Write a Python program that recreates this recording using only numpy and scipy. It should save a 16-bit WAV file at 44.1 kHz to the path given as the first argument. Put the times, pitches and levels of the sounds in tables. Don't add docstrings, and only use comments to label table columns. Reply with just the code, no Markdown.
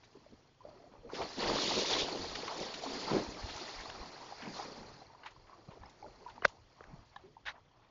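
import sys
import numpy as np
from scipy import signal
from scipy.fft import rfft, irfft
from scipy.io import wavfile
from scipy.ndimage import uniform_filter1d

SR = 44100
rng = np.random.default_rng(int(sys.argv[2]) if len(sys.argv) > 2 else 0)


def inscribe(sig):
    pcm = np.round(np.clip(np.atleast_2d(sig).T, -1, 1) * 32767)
    wavfile.write(sys.argv[1], SR, pcm.astype(np.int16))


N = 348390
TIMES = np.arange(N) / SR
SLOW_TIMES = np.arange(0, N / SR + .008, .004)


def gain_of(db):
    return 10 ** (np.asarray(db) / 20)


def evened(x):
    return x / np.sqrt(np.mean(x ** 2) + 1e-20)


def add(mix, start_s, sound):
    part = mix[round(start_s * SR):][:len(sound)]
    part += sound[:len(part)]


def read(spectrum, hz):
    point_hz, level_db = np.transpose(spectrum)
    return np.interp(np.log(hz + 1), np.log(point_hz + 1), level_db, left=-100, right=-100)


def noise(spectrum, patchy_db, flicker_db):
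    frames, bins = N // 128 + 8, 257
    real, imag, patches = rng.standard_normal((frames, bins, 3)).T
    patches = uniform_filter1d(patches, size=7, axis=0)
    patches = evened(uniform_filter1d(patches, size=7, axis=1))
    flicker = evened(uniform_filter1d(rng.standard_normal(frames), size=4))
    spectra = (real + 1j * imag) * gain_of(patchy_db * patches + flicker_db * flicker)
    x = signal.istft(spectra, nperseg=512, noverlap=384)[1][:N]
    shape = gain_of(read(spectrum, np.fft.rfftfreq(N, 1 / SR)))
    return evened(irfft(rfft(x) * shape, N))


def bubble(hz, cycles, glide, swell_share=0.099):
    turns = np.arange(int(3 * cycles * SR / hz)) * hz / SR
    shape = (1 - np.exp(-turns / (swell_share * cycles))) * np.exp(-2.2 * turns / cycles)
    return shape * np.sin(2 * np.pi * turns * (1 + glide * turns / cycles))


def bubbling(spectrum, per_s, cycles, spread_db, count=24):
    born = rng.random(N) < per_s / SR
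    size = gain_of(spread_db * np.minimum(rng.exponential(1, N), 4)) * born
    kind = rng.integers(0, count, N)
    out = np.zeros(N)
    for k, hz in enumerate(np.geomspace(spectrum[1][0], spectrum[-2][0], num=count)):
        grain = bubble(hz, cycles, glide=0.037)
        weight = gain_of(read(spectrum, hz)) * np.sqrt(hz) / np.linalg.norm(grain)
        out += weight * signal.oaconvolve(size * (kind == k), grain)[:N]
    return evened(out)


RISE_SHARE = 0.72


def swell(t, peak_s, level_db, length_s):
    u = (t - peak_s) / (length_s * np.where(t < peak_s, RISE_SHARE, 1))
    return gain_of(2 * level_db) * np.exp(-2 * u ** 2)


# [dB per Hz, relative]
SEA_SPECTRUM = [(90, -31), (150, 5.5), (400, 2), (1000, -1.5), (2200, -11.5), (3300, -1), (4500, -15),
                (6500, -16.5), (7400, -34)]
SEA_DB = -74.5


def sea():
    return gain_of(SEA_DB) * noise(SEA_SPECTRUM, patchy_db=1.9, flicker_db=1.7)


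# [dB per Hz, relative]
DRONE_SPECTRUM = [(70, -24.5), (105, -4.5), (125, -6.5), (145, -6.5), (190, -21.5)]
DRONE_DB = -74


def drone():
    return gain_of(DRONE_DB) * noise(DRONE_SPECTRUM, patchy_db=0.99, flicker_db=0.96)


# time_s [s], slosh_db (low) [dB], gurgle_db (middle) [dB], fizz_db (treble) [dB]
WAVE_COURSE = [(0.0, -71.5, -69, -73), (0.42, -69.5, -70.5, -76.5), (0.58, -79, -74.5, -81),
               (0.7, -63.5, -64, -74.5), (1.02, -64, -70.5, -78.5), (1.09, -57.5, -68, -75),
               (1.152, -48, -50, -47.5), (1.25, -50, -46, -53), (1.35, -59.5, -58.5, -49),
               (1.411, -43, -41.5, -42.5), (1.58, -41.5, -40.5, -37.5), (1.71, -43, -52, -30),
               (1.745, -47.5, -48.5, -33.5), (1.8, -46, -50, -29), (1.845, -50.5, -48, -35),
               (1.939, -44.5, -52.5, -27.5), (1.97, -45.5, -52, -34), (1.995, -47, -53, -28.5),
               (2.035, -49.5, -58.5, -32), (2.07, -51, -44.5, -44.5), (2.24, -50, -52.5, -45),
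               (2.45, -53, -49, -48), (2.8, -54.5, -52, -48.5), (2.9, -50, -51, -45),
               (3.17, -46, -44.5, -46.5), (3.3, -50.5, -53, -53.5), (3.6, -57.5, -50.5, -47.5),
               (4.05, -58, -52.5, -58), (4.37, -61, -56, -57.5), (4.65, -54.5, -52, -57),
               (5.02, -61, -61.5, -64.5), (5.09, -67.5, -61, -75), (5.5, -67.5, -70, -73.5),
               (6.3, -66.5, -61.5, -71.5), (6.67, -72.5, -71.5, -75.5), (7.0, -75, -71, -72.5),
               (7.42, -72, -75, -81), (7.9, -75, -66.5, -88)]


def wave_levels():
    time_s, *levels = np.transpose(WAVE_COURSE)
    return np.array([np.interp(SLOW_TIMES, time_s, db) for db in levels])


# [dB per Hz, relative]
RUMBLE_SPECTRUM = [(12, -10), (30, 3), (50, -1.5), (75, -1.5), (110, -2.5), (160, -17)]
# peak_s [s], level_db [dB], length_s (fall to -8.7 dB) [s]
RUMBLE_SWELLS = [(0.034, -75, 0.035), (0.337, -65, 0.043), (.66, -65, .05), (0.998, -60, .03),
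                 (1.07, -59, 0.034), (1.223, -50, 0.024), (1.497, -47, 0.067), (1.924, -55, 0.045),
                 (2.263, -54.5, 0.1), (2.628, -62, 0.051), (2.94, -62, 0.035), (3.057, -62, 0.04),
                 (3.172, -53, 0.049), (3.3, -56, 0.036), (3.46, -53, 0.065), (3.8, -53, 0.054),
                 (3.933, -59, 0.12), (4.49, -65, .05), (4.65, -67, .1), (4.847, -62.5, 0.12),
                 (5.1, -66.5, .08), (5.37, -65, 0.13), (5.74, -69, .04), (5.83, -61, 0.067),
                 (6.103, -65, 0.13), (6.325, -64, 0.071), (6.442, -58, 0.062), (6.632, -64, 0.061),
                 (6.937, -58.5, 0.13), (7.198, -68, 0.068), (7.479, -61, 0.048), (7.63, -70.5, 0.053)]
RUMBLE_DB, RUMBLE_SHARE = -72, 0.31


def rumble(low_db):
    power = gain_of(2 * (RUMBLE_DB + RUMBLE_SHARE * (low_db - low_db.mean())))
    power = power + sum(swell(SLOW_TIMES, *row) for row in RUMBLE_SWELLS)
    return np.interp(TIMES, SLOW_TIMES, np.sqrt(power)) * noise(RUMBLE_SPECTRUM, 0.94, 0.96)


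# start_s [s], level_db [dB], pitch_hz [Hz], cycles [count]
JOLT_HITS = [(2.029, -41, 60.4, 0.63), (3.277, -41, 60, 1.3), (3.437, -33.5, 61.4, 1.1),
             (3.552, -44.5, 79, 1), (3.752, -45, 33, 2.2), (4.001, -41, 45, 1.1), (5.684, -42, 150, 2),
             (5.809, -48, 69.6, 0.92), (6.09, -56, 54.5, 1.6), (6.927, -44.5, 157, 3.9)]


def jolts():
    out = np.zeros(N)
    for start_s, level_db, hz, cycles in JOLT_HITS:
        turns = np.arange(round(cycles * SR / hz)) * hz / SR
        push = np.sin(2 * np.pi * turns) * np.sin(np.pi * (turns / cycles) ** 1.1)
        add(out, start_s, gain_of(level_db) * push)
    return out


# [dB per Hz, relative]
DEEP_SPECTRUM = [(80, -22), (125, -4.5), (200, 0.5), (310, 2.5), (420, -23.5)]
SLOSH_SPECTRUM = [(250, -18), (350, -0.5), (450, -1.5), (600, -4.5), (800, -21.5)]
GURGLE_SPECTRUM = [(450, -37.5), (620, -3.5), (900, -1), (1250, -6.5), (1500, -13)]
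SPATTER_SPECTRUM = [(900, -28.5), (1300, -4.5), (1600, 0), (2000, 0.5), (2800, -6.5), (3500, -44.5)]
SPRAY_SPECTRUM = [(2200, -9.5), (2800, -6), (3500, -1.5), (3950, -3), (4200, -27.5)]
FIZZ_SPECTRUM = [(3800, -22), (4080, -0.5), (4900, -2.5), (5500, -13.5), (6000, -32.5)]
MIST_SPECTRUM = [(4900, -21.5), (5500, 0.5), (6300, -6), (7200, -8.5), (7600, -42)]


def churning_layers():
    deep = noise(DEEP_SPECTRUM, 2.7, 1.4)
    deep += 0.23 * bubbling(DEEP_SPECTRUM, 80, cycles=2.2, spread_db=6.5, count=10)
    slosh = noise(SLOSH_SPECTRUM, 0.66, 2.5)
    slosh += 0.66 * bubbling(SLOSH_SPECTRUM, 120, cycles=2.5, spread_db=0.5, count=12)
    gurgle = noise(GURGLE_SPECTRUM, 2.97, 1.1)
    gurgle += 0.79 * bubbling(GURGLE_SPECTRUM, 270, cycles=6, spread_db=4)
    spatter = noise(SPATTER_SPECTRUM, 0.98, 0.94)
    spatter += 0.7 * bubbling(SPATTER_SPECTRUM, 500, cycles=14, spread_db=5.5, count=14)
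    spray = noise(SPRAY_SPECTRUM, 2.6, 1.2)
    spray += 0.6 * bubbling(SPRAY_SPECTRUM, 700, cycles=8, spread_db=5, count=8)
    fizz = noise(FIZZ_SPECTRUM, 3.2, 1.2)
    fizz += 0.69 * bubbling(FIZZ_SPECTRUM, 900, cycles=19, spread_db=4.5, count=12)
    mist = noise(MIST_SPECTRUM, 2, 1.5)
    mist += 0.5 * bubbling(MIST_SPECTRUM, 1200, cycles=2.8, spread_db=6.5, count=8)
    return [evened(layer) for layer in (deep, slosh, gurgle, spatter, spray, fizz, mist)]


# centre_hz [Hz], offset_db [dB],
# place (between the three guide levels) [0-2], contrast (around MIDDLE_DB) [dB per dB of the wave]
LAYER_RESPONSE = [(220, -4, 0.05, 1.06), (410, -0.8, 0.12, 1.08), (900, -0.32, 0.84, 1.11),
                  (2000, -6, 1.4, 0.94), (3300, -6.5, 1.75, 1.2329), (4600, -2.5, 1.654, 1.02),
                  (6000, -9, 1.76, 0.91)]
# peak_s [s], level_db (at the centre) [dB], centre_hz [Hz],
# length_s (fall to -8.7 dB) [s]
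PILING_SURGES = [(0.046, -69, 3500, 0.018), (0.163, -59, 220, 0.025), (0.326, -56, 248, 0.024),
                 (0.658, -56.5, 496, 0.028), (0.944, -61.5, 900, 0.042), (1.064, -57.5, 330, .05),
                 (1.114, -50, 900, 0.027), (1.163, -66, 4000, 0.022), (1.62, -44, 3300, 0.033),
                 (1.205, -38.5, 565, 0.037), (1.391, -43.5, 253, 0.025), (1.453, -50, 650, 0.068),
                 (1.507, -35, 465, 0.028), (1.662, -46.5, 302, 0.083), (1.707, -36, 950, 0.019),
                 (1.785, -35.5, 455, 0.061), (1.934, -38, 563, 0.11), (1.936, -42.5, 2000, 0.043),
                 (2.022, -39.5, 480, 0.036), (2.625, -52, 3960, 0.051), (2.955, -54.5, 2000, 0.029),
                 (3.328, -57, 220, .03), (2.147, -41.5, 476, 0.072), (2.507, -46, 730, 0.043),
                 (2.601, -43.5, 460, 0.069), (2.862, -42, 680, 0.025), (2.94, -45, 400, 0.041),
                 (3.135, -41, 1000, 0.089), (3.144, -34.5, 290, 0.071), (3.372, -53, 900, 0.043),
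                 (3.498, -52.5, 2460, 0.038), (3.7, -54.5, 940, 0.28), (3.806, -54.5, 2000, 0.021),
                 (4.243, -53, 840, 0.054), (4.434, -52.5, 1340, 0.097), (4.49, -51, 240, 0.069),
                 (4.596, -47.5, 820, 0.078), (4.723, -67, 278, .05), (4.804, -56, 278, 0.039),
                 (4.01, -57, 450, 0.04), (3.538, -69, 420, .06), (4.574, -54, 4100, 0.06),
                 (5.244, -60, 1000, .04), (5.525, -61, 870, 0.084), (5.727, -59.5, 654, 0.073),
                 (5.84, -59.5, 970, .05), (5.6, -64, 330, 0.038), (6.23, -59.5, 398, 0.029),
                 (6.064, -61.5, 420, 0.061), (6.33, -66, 810, 0.053), (6.518, -63.5, 786, 0.1),
                 (6.889, -60.5, 900, 0.15), (6.923, -64, 201, 0.11), (6.372, -59, 229, 0.031),
                 (5.794, -66, 190, 0.043), (7.837, -70, 1070, 0.038), (7.186, -67, 1120, 0.11),
                 (7.28, -65, 334, 0.039), (7.556, -60, 870, 0.039)]
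MIDDLE_DB = -50
SURGE_OCTAVES = 0.96


def wave(levels):
    out = np.zeros(N)
    places = np.arange(len(levels))
    for layer, (centre_hz, offset_db, place, contrast) in zip(churning_layers(), LAYER_RESPONSE):
        blend = np.maximum(1 - abs(place - places), 0)
        level_db = offset_db + MIDDLE_DB + contrast * (blend @ levels - MIDDLE_DB)
        power = gain_of(2 * level_db)
        for peak_s, surge_db, hz, length_s in PILING_SURGES:
            nearness = np.exp(-2 * (np.log2(hz / centre_hz) / SURGE_OCTAVES) ** 2)
            power = power + swell(SLOW_TIMES, peak_s, surge_db, length_s) * nearness
        out += np.interp(TIMES, SLOW_TIMES, np.sqrt(power)) * layer
    return out


# start_s [s], peak_db [dB], centre_hz [Hz], t60_s [s]
SPLASH_BURSTS = [(1.1402, -41, 2240, 0.24), (1.215, -33, 1970, 0.13), (1.6908, -30, 4300, 0.045),
                 (1.7536, -39, 4210, 0.066), (1.787, -27, 4500, 0.046), (1.9833, -28.5, 3360, 0.21),
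                 (2.2333, -44, 4120, 0.028), (2.317, -45, 4760, 0.06), (2.353, -31.5, 2700, 0.053),
                 (2.4783, -31.5, 2150, 0.052), (2.5756, -37, 4400, 0.047), (2.739, -34.5, 3220, 0.077),
                 (2.8373, -44, 4650, 0.057), (2.933, -39, 4630, 0.069), (3.562, -38, 4370, 0.039),
                 (3.8076, -39, 4240, 0.038), (3.899, -34, 2280, 0.017), (4.42, -38, 1680, 0.079),
                 (5.306, -56, 5000, .08), (5.26, -41, 2000, 0.14), (5.468, -55.5, 1670, 0.14),
                 (5.525, -63, 1590, 0.12), (5.7067, -54, 1800, 0.15), (5.8953, -53, 4660, 0.065),
                 (6.2783, -53, 3570, 0.039), (6.295, -49, 2500, 0.077), (6.356, -55.5, 2030, 0.08),
                 (6.478, -46.5, 4260, 0.14)]


def splashes():
    out, t = np.zeros(N), np.arange(SR // 10) / SR
    for start_s, peak_db, hz, t60_s in SPLASH_BURSTS:
        puff = rng.standard_normal(len(t))
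        band_filter = signal.butter(2, [0.5 * hz, 1.57 * hz], "band", fs=SR, output="sos")
        band = signal.sosfilt(band_filter, puff)
        burst = gain_of(-60 * t / t60_s) * (1 - np.exp(-t / 0.0011)) * band
        add(out, start_s, gain_of(peak_db) * burst / abs(burst).max())
    return out


# start_s [s], level_db (before the envelope) [dB], pitch_hz (at the start) [Hz],
# cycles (to decay by 19 dB) [count], glide (half the pitch change over those cycles) [share of the pitch]
PLOP_BUBBLES = [(.15, -49, 392, 17, 0.014), (.263, -43, 590, 4.9, 0.022), (0.332, -55, 297, 2.1, .02),
                (0.605, -50.5, 975, 33, 0.051), (.65, -38, 577, 13.4, 0.029), (.687, -39, 656, 9, -0.03),
                (.71, -50, 623, 32, -0.068), (.755, -52.5, 360, 24, 0.094), (.772, -57, 1216, 12, 0.018),
                (.797, -52.5, 683, 20, 0.013), (.938, -45.5, 490, 2.3, 0.016), (1.02, -60, 560, 15, -0.05),
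                (1.075, -42, 560, 5, 0), (1.099, -41.5, 1410, 12, 0), (.84, -48.5, 590, 16, 0.017),
                (.865, -47, 695, 12, 0.027), (1.04, -44.5, 476, 28, -0.0022), (1.1, -40, 960, 7, .02),
                (1.133, -32.5, 410, 4.1, 0.0048), (1.206, -26.5, 667, 13, 0.032),
                (1.382, -32, 363, 4.7, -0.013), (1.429, -26, 438, 4.9, 0.0055), (1.49, -26, 401, 7.3, 0.04),
                (1.767, -32.5, 209, 9.1, -0.0089), (2.252, -39, 467, 15, -0.011),
                (2.432, -28.5, 457, 4.8, 0.046), (2.478, -31, 1073, 16, 0.02),
                (2.607, -41, 200, 6, -0.0091), (2.836, -31, 690, 10.4, 0.0011), (2.86, -38, 266, 22, 0.028),
                (2.864, -32.5, 840, 10, -0.0014), (3.143, -20.5, 369, 9.5, 0.0042),
                (3.164, -22.5, 324, 4.4, 0.0058), (3.61, -41.5, 368, 13, 0.016),
                (4.323, -35.5, 783, 12, 0.031), (4.469, -36.5, 950, 7.4, 0.013),
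                (4.205, -42, 930, 38, 0.021), (4.59, -36.5, 787, 18, 0.025),
                (4.625, -41, 1055, 27, -0.0077), (4.68, -47, 854, 13, 0.0044),
                (4.473, -38.5, 203, 6.9, .02), (5.018, -42.5, 720, 10, 0.061), (5.148, -50, 990, 20, 0.017),
                (5.26, -38, 900, 8.8, -0.0076), (5.363, -48.5, 1010, 8.5, .02),
                (5.528, -49.5, 1140, 33, -.02), (5.1, -49, 900, 27, 0.0075), (5.233, -50, 1290, 12, -.03),
                (5.265, -50, 1800, 14, .03), (5.274, -41, 2300, 16, .02), (5.527, -43, 1610, 4, -0.01),
                (5.068, -50, 4300, 36, -0.0057), (5.858, -51, 5200, 30, 0), (5.496, -48, 990, 9.7, .02),
                (5.735, -46.5, 945, 11, 0.037), (5.555, -47, 670, 7.6, 0.017), (6.026, -39, 800, 10, 0.016),
                (6.04, -41.5, 560, 8.9, 0.017), (6.059, -42, 600, 11, 0.013), (6.044, -41, 850, 14, 0.0036),
                (6.078, -45, 517, 8, 0), (6.027, -52, 2210, 12, 0.0045), (6.064, -51, 1400, 14, 0),
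                (6.097, -50, 800, 7, 0), (6.213, -49, 417, 6.4, .02), (6.286, -46, 1390, 12, .03),
                (6.298, -47, 1480, 10, -0.0056), (6.301, -43, 940, 14, -0.032),
                (6.259, -34.5, 955, 19, 0.019), (6.283, -39.5, 937, 16, -0.023),
                (6.379, -40, 900, 8.6, -0.00053), (7.236, -48, 360.5, 19.5, 0.084),
                (7.367, -44, 900, 15, 0.015), (7.554, -51, 950, 10, 0.013)]


def plops():
    out = np.zeros(N)
    for start_s, level_db, *tone in PLOP_BUBBLES:
        add(out, start_s, gain_of(level_db) * bubble(*tone))
    flutter = uniform_filter1d(rng.standard_normal(N), size=120)
    flutter = evened(uniform_filter1d(flutter, size=120))
    return out * (1 + 0.41 * flutter)


# [dB per Hz, relative]
GRIT_SPECTRUM = [(500, -10.5), (1000, -4), (1750, 0), (2400, -2.5), (3200, -8.5), (4500, -12.5),
                 (6500, -22.5), (7500, -34.5)]
RASP_HZ, RASP_SAG = 2100, 0.61
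RASP_WIDTH_HZ, RASP_DB = 260, -3


def gritty_strokes(rows):
    out = np.zeros(N)
    caught = rng.random(N) < 900 / SR
    sand = gain_of(5.6 * np.minimum(rng.exponential(1, N), 4)) * caught
    catching = evened(uniform_filter1d(sand, size=60))
    grit = evened(noise(GRIT_SPECTRUM, 3.1, 0.54) * (1 + 0.29 * catching))
    r = np.exp(-np.pi * RASP_WIDTH_HZ / SR)
    for start_s, length_s, level_db, peak_place, dull_hz in rows:
        u = np.linspace(0, 1, round(length_s * SR))
        bend = np.log(.5) / np.log(np.clip(peak_place, .05, .95))
        stroke = np.sin(np.pi * u ** bend) ** 1.7
        dull = signal.butter(4, dull_hz, fs=SR, output="sos")
        plain = signal.sosfilt(dull, grit[round(start_s * SR):][:len(u)])
        turn = np.exp(2j * np.pi * np.cumsum(RASP_HZ * (1 - RASP_SAG * u)) / SR)
        rasp = 2 * (turn * signal.lfilter([1 - r], [1, -r], plain / turn)).real
        add(out, start_s, gain_of(level_db) * (gain_of(RASP_DB) * rasp + plain) * stroke)
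    return out


# start_s [s], length_s [s], level_db (before shaping) [dB],
# peak_place (kept within 0.05-0.95) [0-1], dull_hz (treble above is dulled) [Hz]
NOISE_STROKES = [(0.033, 0.028, -60.5, 0.03, 6000), (5.234, 0.02, -53, 0.12, 5000),
                 (5.249, 0.047, -52, 0.32, 6000), (6.418, 0.034, -39, 0.8, 2390),
                 (7.453, 0.082, -41, 0.27, 6500), (7.55, 0.035, -62.5, 0.4, 2000)]
LEAD_IN_S = 6.418


def scuffs():
    return gritty_strokes([row for row in NOISE_STROKES if row[0] != LEAD_IN_S])


def lead_in_noise():
    return gritty_strokes([row for row in NOISE_STROKES if row[0] == LEAD_IN_S])


# start_s [s], level_db (before the envelope) [dB],
# pitch_hz (at the start) [Hz], cycles (to decay by 19 dB) [count],
# glide (half the pitch change over those cycles) [share of the pitch]
LEAD_IN_TONES = [(6.4205, -39, 2900, 21, 0.011), (6.432, -38.5, 2100, 25, -.09),
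                 (6.429, -39, 680, 14, 0.039)]


def lead_in_tones():
    out = np.zeros(N)
    for start_s, level_db, *tone in LEAD_IN_TONES:
        add(out, start_s, gain_of(level_db) * bubble(*tone, swell_share=.3))
    return out


def struck(modes, load_s, level_db, tuning, hardness):
    t = np.arange(SR // 10) / SR
    ring = np.zeros(len(t))
    for hz, mode_db, t60_s in modes:
        tilt_db = -4.4 * (1.5 - hardness) * np.log2(hz / 1000)
        ring += gain_of(mode_db + tilt_db - 60 * t / t60_s) * np.sin(2 * np.pi * hz * tuning * t)
    ring *= (1 - np.exp(-t / load_s)) ** 2
    rattle = 0.37 * np.diff(rng.standard_normal(len(t) + 1)) * np.exp(-t / 0.0041)
    rattle = uniform_filter1d(uniform_filter1d(rattle, size=6), size=3)
    return gain_of(level_db) * (ring / abs(ring).max() + 1.9 * hardness * rattle)


# pitch_hz (before tuning) [Hz], level_db (before the hardness tilt) [dB], t60_s [s]
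PLANK_MODES = [(195, -25, 0.071), (840, -3, 0.048), (1070, 10.5, 0.015), (1790, 2.5, 0.027),
               (3300, -3, 0.017), (3570, -2, 0.02), (4000, -5, 0.031), (6100, -30, .012)]
# start_s [s], level_db (peak of the ring) [dB], tuning [factor], hardness [0-1]
KNOCK_HITS = [(5.685, -46, 0.67, .1), (5.833, -41.5, 0.97, 0), (7.161, -35.5, 0.96, 1)]


def knocks():
    out = np.zeros(N)
    for start_s, *blow in KNOCK_HITS:
        add(out, start_s, struck(PLANK_MODES, 0.0016, *blow))
    return out


# pitch_hz (before tuning) [Hz], level_db (before the hardness tilt) [dB], t60_s [s]
SANDAL_MODES = [(188, -23.5, 0.024), (550, -3, 0.02), (1054, -1, 0.01), (1490, 17.5, 0.0062),
                (1800, 11, 0.006), (2620, -11.5, 0.015), (3300, -10, 0.017), (3900, -24, 0.03),
                (5120, -11.5, 0.014), (5500, -3, 0.0059), (6500, -27, 0.008)]
# start_s [s], level_db (peak of the ring) [dB], tuning [factor], hardness [0-1]
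SLAP_HITS = [(6.423, -32, 0.76, 0.4), (6.447, -24.5, 1, 0.95), (6.4492, -17.5, 0.83, 1),
             (6.4513, -7.5, 1.03, 1), (6.8074, -38, 0.83, 0), (6.84, -43.5, 1.13, 1)]


def sandal_slaps():
    out = np.zeros(N)
    for start_s, *blow in SLAP_HITS:
        add(out, start_s, struck(SANDAL_MODES, 0.00069, *blow))
    return out


def scene():
    levels = wave_levels()
    background = sea() + drone() + rumble(levels[0]) + jolts()
    water = wave(levels) + splashes() + plops()
    steps = scuffs() + knocks() + sandal_slaps()
    lead_in = lead_in_noise() + lead_in_tones()
    return (background + water + lead_in + steps)[None]


EDGE_HZ = 7951


def record(dry):
    dull = signal.oaconvolve(dry, signal.firwin(201, 7250., fs=SR)[None], "same")
    band_limit = signal.firwin(511, EDGE_HZ, window=("kaiser", 9), fs=SR)
    return signal.oaconvolve(dull, band_limit[None], "same")


dry = scene()
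out = record(dry)
inscribe(out)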